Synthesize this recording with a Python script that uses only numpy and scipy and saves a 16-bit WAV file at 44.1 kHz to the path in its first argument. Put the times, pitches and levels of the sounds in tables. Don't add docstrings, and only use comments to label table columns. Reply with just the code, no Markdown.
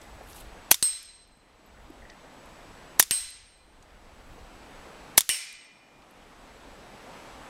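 import sys
import numpy as np
from scipy import signal
from scipy.fft import rfft, irfft, next_fast_len
from scipy.io import wavfile
from scipy.ndimage import uniform_filter1d, map_coordinates

SR = 44100
rng = np.random.default_rng(int(sys.argv[2]) if len(sys.argv) > 2 else 0)


def volts_from_decibels(level):
    exponent = np.asarray(level, float) / 20
    return 10 ** exponent


def wav_out(sig):
    wavfile.write(sys.argv[1], SR, np.round(np.clip(np.atleast_2d(sig).T, -1, 1) * 32767).astype(np.int16))


N = 330309

# start_s, peak_db
SHOTS = [
    (0.7118, 2),
    (2.9956, 2),
    (5.1768, 3),
]
# start_s, peak_db
SLIDE_BACK = [
    (0.7217, -5),
    (3.0048, -4),
    (5.1861, -5),
]
# start_s, peak_db
SLIDE_SHUT = [
    (0.7427, -11),
    (3.0252, -9),
    (5.2062, -9),
]
# lag_s after the blast, rms_db, centre_hz, width_hz, hold_s, t60_s
SHOT_STAGES = [
    (-.004, -29, 7000, 6000, .0008, .012),
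    (-.0017, -27, 4500, 5000, .0015, .012),
    (.0004, -13, 10500, 2200, .0012, .006),
    (0, -17, 4300, 1500, .0008, .006),
    (.0008, -11, 8000, 6000, .004, .008),
    (.0012, -19, 2000, 1200, .004, .008),
    (.006, -25, 6500, 5500, .003, .11),
]
# pitch_hz, level_db, t60_s
MUZZLE_SNAP = [(11600, -.5, .004), (4300, -11, .006)]
# lag_s after the blast, level_db, pitch_hz
GAS_PUFFS = [(.0031, -4.5, 1300), (.0044, -6, 1900), (.003, -15, 680)]
# lag_s after the blast, level_db, pitch_hz, hold_s, t60_s
BAFFLE_RING = (.0047, -11.5, 6000, .0019, .005)
# pitch_hz, level_db per Hz
NEAR_ECHOES = [(710, -41.5), (1200, -8.5), (6110, -4), (11900, -10), (15000, -16.5), (16300, -27.5)]
# pitch_hz, level_db, t60_s
SLIDE_MODES = [(2200, -12, .01), (3500, -6, .014), (5700, -10, .02), (7200, -11, .01), (10500, -7, .018)]
FRAME_HZ, FRAME_DB, FRAME_T60_S = 1060, -21, .018

# start_s, crack_db, splash_db, rattle_db, swell_s
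PLATE_HITS = [
    (0.8258, -12.5, -26, -17, 0.0065),
    (3.1093, -12, -24, -17.5, 0.008),
    (5.2911, -12, -22.5, -19, 0.0035),
]
PLATE_MODES_HZ = [2014, 2055, 2348, 2416, 2965, 3065, 4052, 4074, 4185, 5268, 5395, 8200, 8304, 8632, 8950,
                  10310, 10570, 12695, 13465, 13700, 14260, 14610]
# t60_s, after_ring_db, first_hit_db, second_hit_db, third_hit_db
PLATE_LEVELS = [(0.97, -5.5, -64, -57.5, -53), (0.24, -6, -69, -62, -48), (0.37, -7.5, -70, -71, -45),
                (0.23, 4, -67, -60, -48.5), (0.33, -14, -62, -50, -36.5), (0.22, -16, -69, -39.5, -44),
                (0.34, 3, -45.5, -55, -61), (0.25, 3.5, -46, -44.5, -61), (.25, -13, -37, -54, -50.5),
                (0.59, -18, -37.5, -40, -43), (0.43, -1.5, -57, -49, -40), (0.39, -31, -29.5, -25, -36),
                (0.31, -12, -19, -22.5, -27), (0.17, -10, -39, -23.5, -53), (0.33, -22.5, -61, -29, -27.5),
                (.3, -20, -56, -51, -60), (0.28, -21, -56, -55, -61.5), (.28, -16, -59, -67, -51),
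                (0.27, -22, -40, -53, -62), (.26, -25, -64, -38, -47), (.28, -24, -60, -68, -64),
                (.25, -23, -52, -68, -45)]
# pitch_hz, t60_s
AFTER_RING = [(2000, 1.55), (4000, 0.94), (8000, 0.75), (14000, 0.6)]
PLATE_SWING = [(1, .003), (1, .003), (1.0018, .0025)]
# pitch_hz, level_db per Hz
LEAD_CRACK = [(88, -42), (150, -21), (1070, -15.5), (4220, -5), (6890, -5), (8060, -2), (11900, -4),
              (14500, -21), (16300, -30.5)]
# pitch_hz, level_db per Hz
LEAD_SPLASH = [(150, -22), (400, -13), (900, -12.5), (2000, -6), (4500, -2), (7000, -3), (11000, -3),
               (16000, -12)]
# pitch_hz, t60_s
WOODS_DECAY = [(300, 0.35), (800, 0.59), (2000, 0.93), (5500, 0.74), (9000, 0.48), (12000, 0.35),
               (15500, .28)]
# start_s, rms_db, centre_hz, width_hz, t60_s
HANGER_CLANG = [(0.8255, -17.5, 4100, 540, 0.018), (0.825, -14.5, 7600, 898, 0.0079),
                (3.1095, -29.5, 2300, 770, 0.066), (3.112, -15, 7600, 3000, 0.0035),
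                (5.292, -26.5, 1940, 190, 0.057), (5.293, -29.5, 2950, 190, .15),
                (5.297, -33, 2620, 380, 0.044), (5.342, -33, 2610, 640, 0.042), (5.311, -46, 2280, 450, 1),
                (5.2925, -34, 5460, 260, 0.24)]
POST_THUDS_DB = [-25.5, -25, -30]
POST_HZ = 204

# start_s, peak_db
SPENT_CASES = [(1.0288, -41), (1.0564, -55), (1.2744, -64), (1.3719, -65), (1.9026, -55), (1.9344, -59.5),
               (2.3394, -59), (2.4583, -51), (2.491, -60), (3.3042, -42), (3.5064, -64), (3.5744, -66),
               (3.7244, -69), (3.8294, -60), (4.2691, -59.5), (4.7094, -59), (5.527, -41.5), (5.6444, -61),
               (6.1094, -53)]
CASE_HZ, CASE_SCATTER, CASE_SHARE, CASE_T60_S = 10500, .03, .22, .012
# start_s, peak_db, centre_hz
RINGING_CASE = [(1.6606, -60, 12800)]
# start_s, peak_db, centre_hz
SHOE_GRIT = [(0.0154, -45, 5430), (0.3301, -44.5, 4630), (0.381, -45, 3570), (0.4194, -48, 3160),
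             (2.0985, -42, 3900), (3.8243, -50.5, 5170), (3.9046, -57, 3160), (4.3879, -52, 3850),
             (4.6299, -51.5, 3240), (6.0194, -55, 2990)]
# start_s, peak_db, centre_hz
CAMERA_KNOCKS = [(0.184, -37, 633), (0.208, -32, 620), (0.526, -39, 205), (1.369, -43, 202),
                 (1.779, -41.5, 369), (1.899, -28, 300), (2.054, -48.5, 662)]
# start_s, peak_db
BUCKLE_TINKS = [(1.77, -52), (1.80, -52), (2.019, -46), (2.05, -44), (2.096, -44.5), (2.117, -49)]
BUCKLE_HZ = 1900

# peak_s, peak_db, swell_db per s, release_db per s
BRUSHES = [(.014, -62.5, 2000, 190), (.158, -78, 100, 400), (.24, -71, 140, 100), (.316, -57, 250, 130.5),
           (.402, -54, 250, 650)]
# pitch_hz, level_db per Hz
LEAF_COLOUR = [(1470, -32.5), (2500, -7.5), (3590, -3), (5230, -8.5), (11700, -2), (14600, -11),
               (16300, -20)]
# time_s, level_db
WIND_LEVEL = [(0.0, -60), (0.14, -55), (0.54, -51), (0.79, -70), (1.69, -64.5), (1.83, -51.5),
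              (2.17, -61.5), (2.88, -60), (3.06, -64), (3.42, -65.5), (4.44, -53), (4.73, -57), (5.03, -62),
              (5.4, -80), (5.72, -82), (6.53, -59), (7.18, -65), (7.49, -62.5)]
# pitch_hz, level_db per Hz
WIND_COLOUR = [(12, -8.5), (28, 3), (55, 0), (90, -9), (200, -28.5), (500, -52.5)]
# time_s, level_db
RUSH_LEVEL = [(0, -50.5), (.7, -50), (2, -47), (2.9, -48.5), (4, -47.5), (5.1, -47), (6.2, -44),
              (7.0, -46.5), (7.49, -45)]
# pitch_hz, level_db per Hz
RUSH_COLOUR = [(59, -34.5), (100, -5), (267, -0.5), (391, -4), (474, -2), (843, -2), (1260, -6),
               (2250, -10.5), (7420, -24), (8080, -24.5), (13500, -33.5), (16300, -47.5)]
# pitch_hz, level_db, warble_hz, warble_depth_rad
CAMERA_WHINE = (7867, -72, 15, 2.2)
GAIN_DIPS = [-18.5, -17, -19.5]
ONSET_S = .0005


def unit(x):
    return x / np.sqrt(np.mean(x ** 2) + 1e-20)


def along(points, hz):
    f, v = np.transpose(points)
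    return np.interp(np.log(hz + 1), np.log(f + 1), v)


def curve(rows):
    return np.interp(np.arange(N) / SR, *np.transpose(rows))


def wobble(rate):
    knots = rng.standard_normal(int(N * rate / SR) + 4)
    return map_coordinates(knots, [np.arange(N) * rate / SR])


def fading(size, rate):
    knots = rng.standard_normal((2, int(size * rate / SR) + 4))
    re, im = (map_coordinates(k, [np.arange(size) * rate / SR], order=1) for k in knots)
    return (re + 1j * im) / np.sqrt(np.mean(re ** 2 + im ** 2))


def noise(size, gain):
    m = next_fast_len(size + 4096)
    spectrum = rfft(rng.standard_normal(m)) * gain(np.fft.rfftfreq(m, 1 / SR))
    return unit(irfft(spectrum, m))[:size]


def coloured(size, colour):
    return noise(size, lambda f: volts_from_decibels(along(colour, f)))


def decay(t, t60, hold=0):
    return volts_from_decibels(-60 * np.maximum(t - hold, 0) / t60)


def burst(centre_hz, width_hz, hold, t60):
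    t = np.arange(round((hold + t60) * SR)) / SR
    band = noise(len(t), lambda f: f / (f + centre_hz) / (1 + ((f - centre_hz) / width_hz) ** 4))
    band = band / np.std(band[:round((hold + t60 / 8) * SR) + 8])
    rise = 1 - np.exp(-t * (centre_hz + width_hz) / 2)
    return band * rise * decay(t, t60, hold)


def push(hz, t):
    u = 2 * np.pi * hz * t
    return -np.e * u * (1 - u / 2) * np.exp(-u)


def gain_db(t):
    total = 0
    for (s, _), dip_db in zip(SHOTS, GAIN_DIPS):
        since = np.maximum(t - s - .006, 0)
        ducking = 1 - np.exp(-since / .025)
        recovery = np.exp(-(since / 1.152) ** 1.8)
        total = total + dip_db * ducking * recovery
    return total


def add(track, s, db, sound):
    part = track[round((s + ONSET_S) * SR):][:len(sound)]
    part += volts_from_decibels(db - gain_db(s)) * sound[:len(part)]


def muzzle():
    out, t = np.zeros(N), np.arange(SR // 5) / SR
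    for s, db in SHOTS:
        for lag, stage_db, *shape in SHOT_STAGES:
            add(out, s + lag, db + stage_db - .5, burst(*shape))
        snap = sum(-volts_from_decibels(level) * decay(t, t60) * np.sin(2 * np.pi * hz * t)
                   for hz, level, t60 in MUZZLE_SNAP)
        add(out, s, db, snap)
        for lag, puff_db, hz in GAS_PUFFS:
            add(out, s + lag, db + puff_db, push(hz, t))
        lag, ring_db, hz, hold, t60 = BAFFLE_RING
        add(out, s + lag, db + ring_db, np.sin(2 * np.pi * hz * t) * decay(t, t60, hold))
        add(out, s + .025, db - 41, coloured(len(t), NEAR_ECHOES) * decay(t, .9))
    return out


def slide():
    out, t = np.zeros(N), np.arange(SR // 5) / SR
    frame = np.sin(2 * np.pi * FRAME_HZ * t) * decay(t, FRAME_T60_S) * (1 - np.exp(-t * FRAME_HZ))
    for s, db in SLIDE_BACK + SLIDE_SHUT:
        ring = 0
        for hz, level, t60 in SLIDE_MODES:
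            strength = volts_from_decibels(level + rng.normal(0, 2))
            pitch = hz * (1 + rng.normal(0, .026))
            ring = ring + strength * decay(t, t60) * np.sin(2 * np.pi * pitch * t)
        add(out, s, db - 2, ring * (1 - np.exp(-t / .0001)))
        add(out, s, db + FRAME_DB, frame)
        add(out, s, db - 12, burst(8000, 6000, .0016, .014))
        add(out, s + .005, db - 23, burst(5500, 4500, .003, .03))
        add(out, s + .0105, db - 23, burst(5500, 4500, .001, .015))
    return out


def plate():
    out, t = np.zeros(N), np.arange(SR) / SR
    for k, ((s, *_, swell), (rest, drop)) in enumerate(zip(PLATE_HITS, PLATE_SWING)):
        heard = rest * (t - drop * .11 * (1 - np.exp(-t / .11)))
        ring = 0
        for hz, (t60, after_db, *level) in zip(PLATE_MODES_HZ, PLATE_LEVELS):
            rough = min(1, (3000 / hz) ** 1.6 + (hz / 16000) ** 4)
            direct = decay(t, t60) * (1 + rough * fading(len(t), 45))
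            after = volts_from_decibels(after_db) * decay(t, along(AFTER_RING, hz)) * (.6 + .7 * fading(len(t), 30))
            tone = np.exp(2j * np.pi * hz * heard)
            ring = ring + volts_from_decibels(level[k]) * np.imag((direct + after) * tone)
        add(out, s, 0, ring * (1 - np.exp(-t / swell)))
    return out


def woods_answer(colour):
    hz, t, z = signal.stft(coloured(2 * SR, colour), SR, nperseg=256)
    fall = decay(t, along(WOODS_DECAY, hz)[:, None])
    return signal.istft(z * fall, SR, nperseg=256)[1][:2 * SR]


def lead_impact():
    out, t = np.zeros(N), np.arange(SR) / SR
    for s, db, splash_db, rattle_db, _ in PLATE_HITS:
        crack = coloured(len(t), LEAD_CRACK)
        crack = crack / np.std(crack[:SR // 1000])
        add(out, s, db - 4, crack * decay(t, .004, .0005))
        add(out, s, db + rattle_db + 5, crack * decay(t, .075))
        splash = woods_answer(LEAD_SPLASH)[:len(t)] * (1 - np.exp(-t / .0085))
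        add(out, s, db + splash_db + 4, splash)
    return out


def clang():
    out, t = np.zeros(N), np.arange(SR // 20) / SR
    for (s, *_), db in zip(PLATE_HITS, POST_THUDS_DB):
        add(out, s, db, push(POST_HZ, t))
    for s, db, hz, width_hz, t60 in HANGER_CLANG:
        hit = min((row[0] for row in PLATE_HITS), key=lambda h: abs(h - s))
        add(out, max(s, hit), db, burst(hz, width_hz, t60 / 20, t60))
    return out


def contacts(rows, share, t60):
    out = np.zeros(N)
    for s, db, hz in rows:
        add(out, s, db - 3.5, burst(hz, share * hz, .00085, t60))
    return out


def spent_cases():
    scatter = 1 + CASE_SCATTER * rng.uniform(-1, 1, len(SPENT_CASES))
    ticks = [(s, db, CASE_HZ * r) for (s, db), r in zip(SPENT_CASES, scatter)]
    return contacts(ticks, CASE_SHARE, CASE_T60_S) + contacts(RINGING_CASE, .012, .06)


def handling():
    tinks = [(s, db, BUCKLE_HZ) for s, db in BUCKLE_TINKS]
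    return contacts(SHOE_GRIT, .58, .026) + contacts(CAMERA_KNOCKS, .4, .032) + contacts(tinks, .08, .06)


def rustle():
    t, level = np.arange(N) / SR, 0
    for s, db, swell, release in BRUSHES:
        level = level + volts_from_decibels(db - swell * np.maximum(s - t, 0) - release * np.maximum(t - s, 0))
    crackle = volts_from_decibels(2.5 * wobble(170) + 2.2 * wobble(60))
    return volts_from_decibels(2.5) * level * unit(crackle * coloured(N, LEAF_COLOUR))


def wind():
    lumps = unit(volts_from_decibels(2.6 * wobble(16)) * coloured(N, WIND_COLOUR))
    return volts_from_decibels(curve(WIND_LEVEL) + 4 - gain_db(np.arange(N) / SR)) * lumps


def distant_rush():
    z = signal.stft(coloured(N, RUSH_COLOUR), nperseg=512)[2]
    patches = uniform_filter1d(rng.standard_normal(z.shape), 6, 0)
    patches = uniform_filter1d(patches, 14, 1)
    rush = unit(signal.istft(z * volts_from_decibels(.88 * unit(patches)), nperseg=512)[1][:N])
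    return volts_from_decibels(curve(RUSH_LEVEL) + .6 * wobble(3.8)) * rush


def camera_whine():
    hz, db, warble_hz, depth = CAMERA_WHINE
    turn = 2 * np.pi * np.arange(N) / SR
    level = volts_from_decibels(db + 4.5 + 1.5 * wobble(25))
    return level * np.sin(hz * turn + depth * np.sin(warble_hz * turn))


def scene():
    shots = muzzle() + slide()
    target = plate() + lead_impact() + clang()
    nearby = spent_cases() + handling() + rustle()
    background = wind() + distant_rush() + camera_whine()
    return (shots + target + nearby + background)[None]


def low_pass(x):
    return signal.sosfilt(signal.butter(12, 16480, fs=SR, output="sos"), x)


def record(dry):
    x = dry * volts_from_decibels(gain_db(np.arange(N) / SR))
    x = signal.sosfilt(signal.ellip(8, .5, 50, 15800, fs=SR, output="sos"), x)
    return low_pass(np.clip(x, -1, 1))


dry = scene()
out = record(dry)
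wav_out(out)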